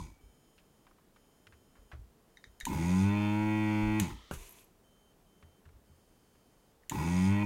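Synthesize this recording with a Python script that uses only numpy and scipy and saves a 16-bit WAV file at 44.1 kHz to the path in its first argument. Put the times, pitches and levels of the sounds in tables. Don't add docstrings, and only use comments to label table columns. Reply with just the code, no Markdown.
import sys
import numpy as np
from scipy import signal
from scipy.fft import rfft, irfft, next_fast_len
from scipy.io import wavfile
from scipy.ndimage import uniform_filter1d

SR = 44100
rng = np.random.default_rng(int(sys.argv[2]) if len(sys.argv) > 2 else 0)


def master(y):
    cut = np.clip(np.atleast_2d(y).T, -1, 1)
    pcm = np.round(cut * 32767)
    wavfile.write(sys.argv[1], SR, pcm.astype(np.int16))


N = 328545
TIME = np.arange(N) / SR

# (motor on [s], motor off [s], throb level [dB], clatter level [dB], air level [dB])
PUMP_RUNS = [(-1.5, -.037, -12, -16, -5), (2.665, 3.998, 0, 0, 0), (6.911, 8, 0, 0, .5)]
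# (time [s], speed change [Hz])
LOAD_PULL = [(2.83, -.3), (2.97, -1.6), (3.15, 1.3), (3.29, -.1), (3.48, 1.1), (3.57, 1), (3.78, -1),
             (4, .6), (7.1, 0), (7.22, -2.9), (7.32, -.2), (7.39, 1)]
# (crank speed [Hz], roughness [0-1])
ROUGHNESS_BY_SPEED = [(50, .9), (75, .55), (86, .3), (98, .18), (106, .12)]
# (relative level [dB], resonance [Hz], width [Hz], lift [dB])
THROB_ORDERS = [(-5.5, 98.5, 6.5, 9.5), (-5.5, 188, 32, 11.5), (-10, 324, 32, 8), (-25, 324, 36, 17)]
# (level [dB], full above this speed [Hz], fall below it [dB per octave],
#  change when sealed [dB], fade once the motor is off [dB per s])
THROB_EFFORT = (-28.5, 72, 21, 0, 80)
CLATTER_EFFORT = (-42.3, 72, 14, 3, 50)
AIR_EFFORT = (-51.3, 88, 15, -12, 33)
# (frequency [Hz], width [Hz], relative level [dB])
HOUSING_MODES = [(397.4, 40, 3.5), (529.4, 17, -2.5), (613.4, 32, -3), (747.7, 22, -5), (854, 39, 4),
                 (920, 16, 1), (945, 19, 3), (1020, 21.7, 4), (1075, 10.3, -1), (1245, 34, -4.5),
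                 (1389, 100, -9.5), (1487, 18, -2), (1583, 50, -14), (1923.4, 12.2, 2), (1981, 99, -2.5),
                 (2198, 80, 0), (2250, 14, 0), (2367, 58, -1.5), (2463, 11, 1), (2604, 44, -6),
                 (2804, 25, -7), (3110, 39, -12), (3535, 35, -11), (4300, 320, -27), (4430, 20, -26)]
# (frequency [Hz], width [Hz], relative level [dB])
MOUNT_MODES = [(880, 84, 1.5), (1015, 88, 0.5)]
# (frequency [Hz], width [Hz], relative level [dB])
MOTOR_CAN_MODES = [(4120, 390, 1.5), (4320, 67, 17), (5300, 300, -8), (6630, 140, -11.5), (7070, 87, -2),
                   (8740, 740, -10.5), (10300, 620, -17)]
# (frequency [Hz], relative level [dB])
AIR_SPECTRUM = [(1650, -34), (2800, -17.5), (3430, -2), (4110, -8), (4820, -4.5), (5110, -14), (5220, -11),
                (5820, -3), (6720, 1.5), (7600, -11), (8360, -4), (10800, -13), (11200, -18),
                (12200, -23.5), (15800, -23)]
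# (frequency [Hz], width [Hz], relative level [dB])
AIR_WHISTLES = [(4970, 13, -2), (6160, 91, -8), (11400, 210, -23)]
# (time [s], level [dB])
TRIGGER_SNAPS = [(2.6012, -40), (2.6526, -27), (3.9987, -23), (6.896, -28.5)]
# (frequency [Hz], width [Hz], relative level [dB])
SWITCH_MODES = [(1850, 220, 2.5), (2898, 260, 1.5), (3870, 430, -1), (6040, 690, -2), (6900, 750, 3.5),
                (9000, 680, -4.5), (10600, 1200, -5.5), (14200, 2000, -12)]
# (time [s], level [dB])
LOOSE_GRIP_TICKS = [(2.371, -46), (2.441, -42), (2.6095, -33.5), (4.104, -52), (6.834, -61), (6.92, -42)]
# (frequency [Hz], width [Hz], relative level [dB])
GRIP_MODES = [(1840, 230, 4.5), (2200, 260, -1.5), (3740, 120, 3), (6100, 250, -9), (6900, 100, -8),
              (9200, 200, -15)]
# (time [s], level [dB])
MOTOR_JOLTS = [(.001, -48), (2.666, -37), (6.911, -31.5)]
# (time [s], level [dB], frequency [Hz], time to fall 60 dB [s])
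LINGERING_RING = [(0, -66.5, 2290, 1)]
# (frequency [Hz], relative level [dB])
LEAK_SPECTRUM = [(530, -45), (900, -15), (1300, 1), (1510, -19), (1820, 1), (2570, -13), (3130, 0.5),
                 (4730, -10), (6350, -14), (15000, -37)]
# (time [s], level [dB], time to fall 60 dB [s])
SEAL_POPS = [(4.3117, -31.5, 0.036), (4.323, -46, 0.22), (4.335, -47, .05)]
# (frequency [Hz], relative level [dB])
POP_SPECTRUM = [(88, -30), (150, 5), (254, -4), (492, -7.5), (670, -16), (1590, -5.5), (2230, -47),
                (2770, -15), (3140, -32), (4990, -43), (6000, -38), (7800, -57), (13200, -120)]
# (frequency [Hz], relative level [dB])
INRUSH_SPECTRUM = [(240, -24), (400, 4), (625, -17), (675, 0), (740, -16), (976, -1), (1350, -15),
                   (2490, -4), (5140, -15), (6470, -5.5), (7550, -10), (11300, -9.5), (15800, -19)]
# (time [s], level [dB])
SOLDER_SPITS = [(4.492, -52), (4.508, -54), (4.523, -54), (4.592, -57), (4.608, -63), (4.642, -61)]
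# (time [s], level [dB], brightness [Hz], time to fall 60 dB [s])
NOZZLE_TAPS = [(.58, -61.5, 2200, .12), (.868, -58, 1260, .064), (.912, -62, 960, .035),
               (.984, -67, 1070, .12), (1.161, -59, 1530, .063), (1.4695, -50.5, 1900, .036),
               (1.524, -59, 1360, .11), (1.754, -64.5, 1370, .21), (1.916, -49, 1200, .15),
               (1.933, -49, 453, .085), (4.104, -50, 1300, .05), (4.586, -58.5, 3080, .044),
               (5.426, -56, 1480, .05), (5.654, -62.5, 1480, .093), (5.69, -65, 1400, .05),
               (6.352, -66, 1400, .057)]
# (time [s], relative level [dB], pitch [Hz])
MAT_BUMPS = [(.005, -45, 95), (.013, -38, 46), (.1, -49, 55), (.236, -47, 50), (1.469, -56, 100),
             (1.525, -54, 74), (1.789, -49, 44), (1.932, -38.5, 72), (1.99, -40.5, 55), (2.47, -50, 51),
             (2.63, -39, 29), (3.83, -31, 45), (3.87, -33, 25), (4.12, -36, 55), (4.316, -37, 75),
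             (4.37, -38, 35), (5.432, -49, 82), (5.66, -48, 80), (5.74, -49, 61), (5.899, -52, 80)]
# (frequency [Hz], relative level [dB])
ROOM_SPECTRUM = [(15, -50), (25, -2), (82, -11.5), (216, -8.5), (307, -12.5), (461, -12), (500, -15.5),
                 (905, -20), (2390, -30.5), (3130, -30), (3880, -33), (6660, -33), (15800, -35)]
# (frequency [Hz], level before the spell's own [dB])
FULL_WHINE = [(3090, -84), (5146, -88), (6519, -92), (6864, -87), (8920, -92), (9265, -92), (9604, -90),
              (10977, -95), (11321, -95)]
PLAIN_WHINE = [(3090, -79.5), (6519, -88), (9259, -93), (9604, -91), (9948, -95)]
THIN_WHINE = [(3090, -86.5), (4457, -92), (4802, -92), (5146, -93), (6519, -89.5), (7203, -94), (8920, -90),
              (9265, -92), (10632, -93), (11321, -96)]
# (from [s], to [s], level change [dB], timbre [one of the tables above])
WHINE_SPELLS = [(.21, 0.603, 2.5, FULL_WHINE), (.6, .91, -1.5, FULL_WHINE), (1.14, 1.92, 1, FULL_WHINE),
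                (2.3, 2.603, 0, FULL_WHINE), (4.84, 5.125, 2.5, PLAIN_WHINE),
                (5.264, 5.597, -0.5, PLAIN_WHINE), (5.855, 6.72, 1, THIN_WHINE)]

FULL_HZ, KICK_HZ, KICK_S, CLIMB_HZ, CLIMB_S = 107, 16, .04, 47, .225
DRAG_S, FRICTION_HZ_PER_S = .45, 211
SEAL_AFTER_S, SEAL_CLOSE_S = .41, .11
KNOCK_DB, KNOCK_RATE_HZ = 3, 40
BOUNCE_S, BOUNCE_DB = .0013, -4.5
STOP_S, LIFT_S = 4.02, 4.314
GUSH_DB, GUSH_T60_S, TRICKLE_DB = -56, .35, -62
INRUSH_DB, INRUSH_FALL_DB_PER_S, FILL_S, INRUSH_T60_S = -51, 38, .31, .3
SURGE_AFTER_S, SURGE_DB, SURGE_T60_S = .022, -49, .06
BUMP_T60_S = .27
ROOM_DB = -65.8
TOP_HZ = 15900


def pump():
    runs = np.array(PUMP_RUNS)
    latest_run = np.searchsorted(runs[:, 0], TIME) - 1
    on, off, *run_db = runs[latest_run].T
    age = TIME - on
    idle = np.maximum(TIME - off, 0)
    speed = crank_speed(age, idle)
    turns = np.cumsum(speed) / SR
    rough = np.interp(speed, *np.transpose(ROUGHNESS_BY_SPEED))
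    sealed = np.clip((age - SEAL_AFTER_S) / SEAL_CLOSE_S + .5, 0, 1) * (TIME < off)

    sway = colour(noise(), [(15, 4), (30, -4), (60, -17), (110, -35), (200, -36)])
    hum = throb(turns, speed, rough) + undb(-25) * sway
    knocks = undb(KNOCK_DB * rough * wander(KNOCK_RATE_HZ))
    clatter = (valves(turns, rough) + undb(-34.5) * brushes(turns, rough)) * knocks

    voices = zip([hum, clatter, airflow(turns)], [THROB_EFFORT, CLATTER_EFFORT, AIR_EFFORT], run_db)
    return sum(voice * undb(db) * effort(law, speed, sealed, idle) for voice, law, db in voices)


def crank_speed(age, idle):
    spin_up = FULL_HZ - KICK_HZ * np.exp(-age / KICK_S) - CLIMB_HZ * np.exp(-age / CLIMB_S)
    driven = spin_up + curve(LOAD_PULL)
    friction = FRICTION_HZ_PER_S * DRAG_S
    return np.maximum((driven + friction) * np.exp(-idle / DRAG_S) - friction, 0)


def effort(law, speed, sealed, idle):
    db, knee_hz, db_per_octave, sealed_db, fade_db_per_s = law
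    octaves = np.log2(np.clip(speed / knee_hz, 1e-6, 1))
    return undb(db + db_per_octave * octaves + sealed_db * sealed - fade_db_per_s * idle)


def throb(turns, speed, rough):
    even = 0
    for order, (db, hz, width_hz, lift_db) in enumerate(THROB_ORDERS, start=1):
        lift = lift_db / (1 + (2 * (order * speed - hz) / width_hz) ** 2)
        even = even - undb(db + lift) * np.cos(2 * np.pi * order * turns)
    shake = colour(noise(), [(40, -36), (90, -2), (200, -3), (340, -5.5), (480, -30.5), (900, -40)])
    return (1 - rough ** 2) * even + undb(2) * rough ** 2 * steady(shake)


def valves(turns, rough):
    outlet = slaps(turns, .06, rough, scatter_db=5, jitter_s=.0001)
    inlet = slaps(turns, .598, rough, scatter_db=7, jitter_s=.00016)
    rub = noise() * puffs(turns, .1, depth=.9) * rough
    force = steady(outlet + .3 * inlet) + 1.25 * rub
    body = 0
    for k, (hz, width_hz, db) in enumerate(HOUSING_MODES):
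        body = body + (-1) ** k * undb(db + 2 * wander(4)) * band(force, hz, width_hz)
    crack_filter = signal.butter(3, [1980, 2680], "band", fs=SR, output="sos")
    crack = undb(-9) * signal.sosfilt(crack_filter, force)
    chatter = undb(11) * rough * ring(rub, MOUNT_MODES)
    low_cut = signal.butter(4, 370, "high", fs=SR, output="sos")
    return steady(signal.sosfilt(low_cut, body + crack + chatter))


def brushes(turns, rough):
    ticks = slaps(turns, .3, rough, scatter_db=6, jitter_s=.00004)
    return steady(ring(ticks, MOTOR_CAN_MODES))


def slaps(turns, lag, rough, scatter_db, jitter_s):
    at = np.interp(np.arange(1, int(turns[-1]) - 1) + lag, turns, np.arange(N))
    loose = rough[at.astype(int)]
    chance = rng.standard_normal((len(at), 2))
    at = np.clip(at + jitter_s * SR * loose * chance[:, 0], 0, N - 2)
    force = undb(scatter_db * loose * chance[:, 1])
    first, part = at.astype(int), at % 1
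    return np.bincount(first, force * (1 - part), N) + np.bincount(first + 1, force * part, N)


def airflow(turns):
    surges = noise() * puffs(turns, .3, depth=.36)
    return colour(surges, AIR_SPECTRUM) + undb(-7.5) * unit(ring(surges, AIR_WHISTLES))


def puffs(turns, lag, depth):
    return 1 + np.clip(depth, 0, 1) * np.cos(2 * np.pi * (turns - lag))


def trigger():
    grip = strikes(LOOSE_GRIP_TICKS, GRIP_MODES, t60=0.0076, tail_db=-16, tail_t60=0.16)
    bounces = [(s + BOUNCE_S, db + BOUNCE_DB) for s, db in TRIGGER_SNAPS]
    switch = strikes(TRIGGER_SNAPS + bounces, SWITCH_MODES, t60=0.0069, tail_db=-20, tail_t60=0.17)
    jolt = strikes(MOTOR_JOLTS, MOUNT_MODES, t60=0.053, tail_db=-11.5, tail_t60=0.26)
    thin = 0
    for s, db, hz, t60 in LINGERING_RING:
        tone = steady(band(band(noise(), hz, 64), hz, 57))
        thin = thin + undb(db) * decay(s, t60) * tone
    return grip + switch + jolt + thin


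def vacuum():
    seep = (undb(TRICKLE_DB) + undb(GUSH_DB) * decay(STOP_S, GUSH_T60_S)) * during(STOP_S, LIFT_S)
    pops = colour(noise(), POP_SPECTRUM) * sum(undb(db) * decay(s, t60) for s, db, t60 in SEAL_POPS)

    since = np.maximum(TIME - LIFT_S, 0)
    dying = np.exp(-np.log(1000) * np.maximum(since - FILL_S, 0) / INRUSH_T60_S) * (TIME > LIFT_S)
    flutter = undb(1.5 * wander(40))
    inrush = undb(INRUSH_DB - INRUSH_FALL_DB_PER_S * since) * dying * flutter
    surge = undb(SURGE_DB) * decay(LIFT_S + SURGE_AFTER_S, SURGE_T60_S)

    spit_modes = [(11600, 1000, 2), (12300, 700, -7)]
    spits = strikes(SOLDER_SPITS, spit_modes, t60=0.039, tail_db=-22, tail_t60=.1)
    leak = seep * colour(noise(), LEAK_SPECTRUM)
    return leak + pops + (inrush + surge) * colour(noise(), INRUSH_SPECTRUM) + spits


def board():
    out = np.zeros(N)
    grit = noise()
    for s, db, hz, t60 in NOZZLE_TAPS:
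        knock = unit(band(band(grit, hz, .8 * hz), hz, 1.3 * hz))
        out += undb(db) * decay(s, t60) * knock
    for s, db, hz in MAT_BUMPS:
        angle = 2 * np.pi * hz * (TIME - s)
        swing = np.sin(angle) + 0.43 * np.sin(1.6 * angle)
        out += undb(db) * (decay(s, BUMP_T60_S) - decay(s, BUMP_T60_S / 10)) * swing
    return out


def background():
    out = undb(ROOM_DB) * colour(noise(), ROOM_SPECTRUM)
    for start, end, spell_db, partials in WHINE_SPELLS:
        whine = 0
        for hz, db in partials:
            whine = whine + undb(db) * np.sqrt(2) * np.sin(2 * np.pi * (hz * TIME + rng.random()))
        out = out + undb(spell_db) * during(start, end) * whine
    return out


def strikes(rows, modes, t60, tail_db, tail_t60):
    force = sum(undb(db) * (decay(s, t60) + undb(tail_db) * decay(s, tail_t60)) for s, db in rows)
    grit = np.sign(noise())
    return ring(grit * force, modes) / np.std(ring(grit, modes))


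def ring(x, modes):
    return sum((-1) ** k * undb(db) * band(x, hz, width) for k, (hz, width, db) in enumerate(modes))


def band(x, hz, width_hz):
    return signal.lfilter(*signal.iirpeak(hz, hz / width_hz, fs=SR), x + 1e-18)


def colour(x, points):
    hz, db = np.transpose(points)
    size = next_fast_len(N)
    bins = np.arange(size // 2 + 1) * SR / size
    gain = undb(np.interp(np.log(bins + 1), np.log(hz), db))
    return unit(irfft(rfft(x, size) * gain, size)[:N])


def decay(start, t60):
    out = np.zeros(N)
    span = slice(int(start * SR), int((start + 2 * t60) * SR))
    out[span] = np.exp(-np.log(1000) * (TIME[span] - TIME[span][0]) / t60)
    return out


def during(start, end):
    return uniform_filter1d(((TIME >= start) & (TIME <= end)) * 1., size=200)


def curve(rows):
    rows = np.array(rows)
    return np.interp(TIME, rows[:, 0], rows[:, 1])


def wander(rate_hz):
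    steps = np.arange(0, TIME[-1] + 1, 1 / rate_hz)
    return np.interp(TIME, steps, rng.standard_normal(len(steps)))


def steady(x):
    power = uniform_filter1d(uniform_filter1d(x ** 2, size=1300), size=1300)
    floor = np.mean(x ** 2) / 10 ** 4
    return x / np.sqrt(np.abs(power) + floor)


def unit(x):
    return x / np.sqrt(np.mean(x ** 2))


def noise():
    return rng.standard_normal(N)


def undb(db):
    return 10 ** (np.asarray(db) / 20)


def scene():
    return (pump() + trigger() + vacuum() + board() + background())[None]


def record(dry):
    top_cut = signal.ellip(10, .2, 70, TOP_HZ, fs=SR, output="sos")
    return signal.sosfilt(top_cut, dry)


dry = scene()
out = record(dry)
master(out)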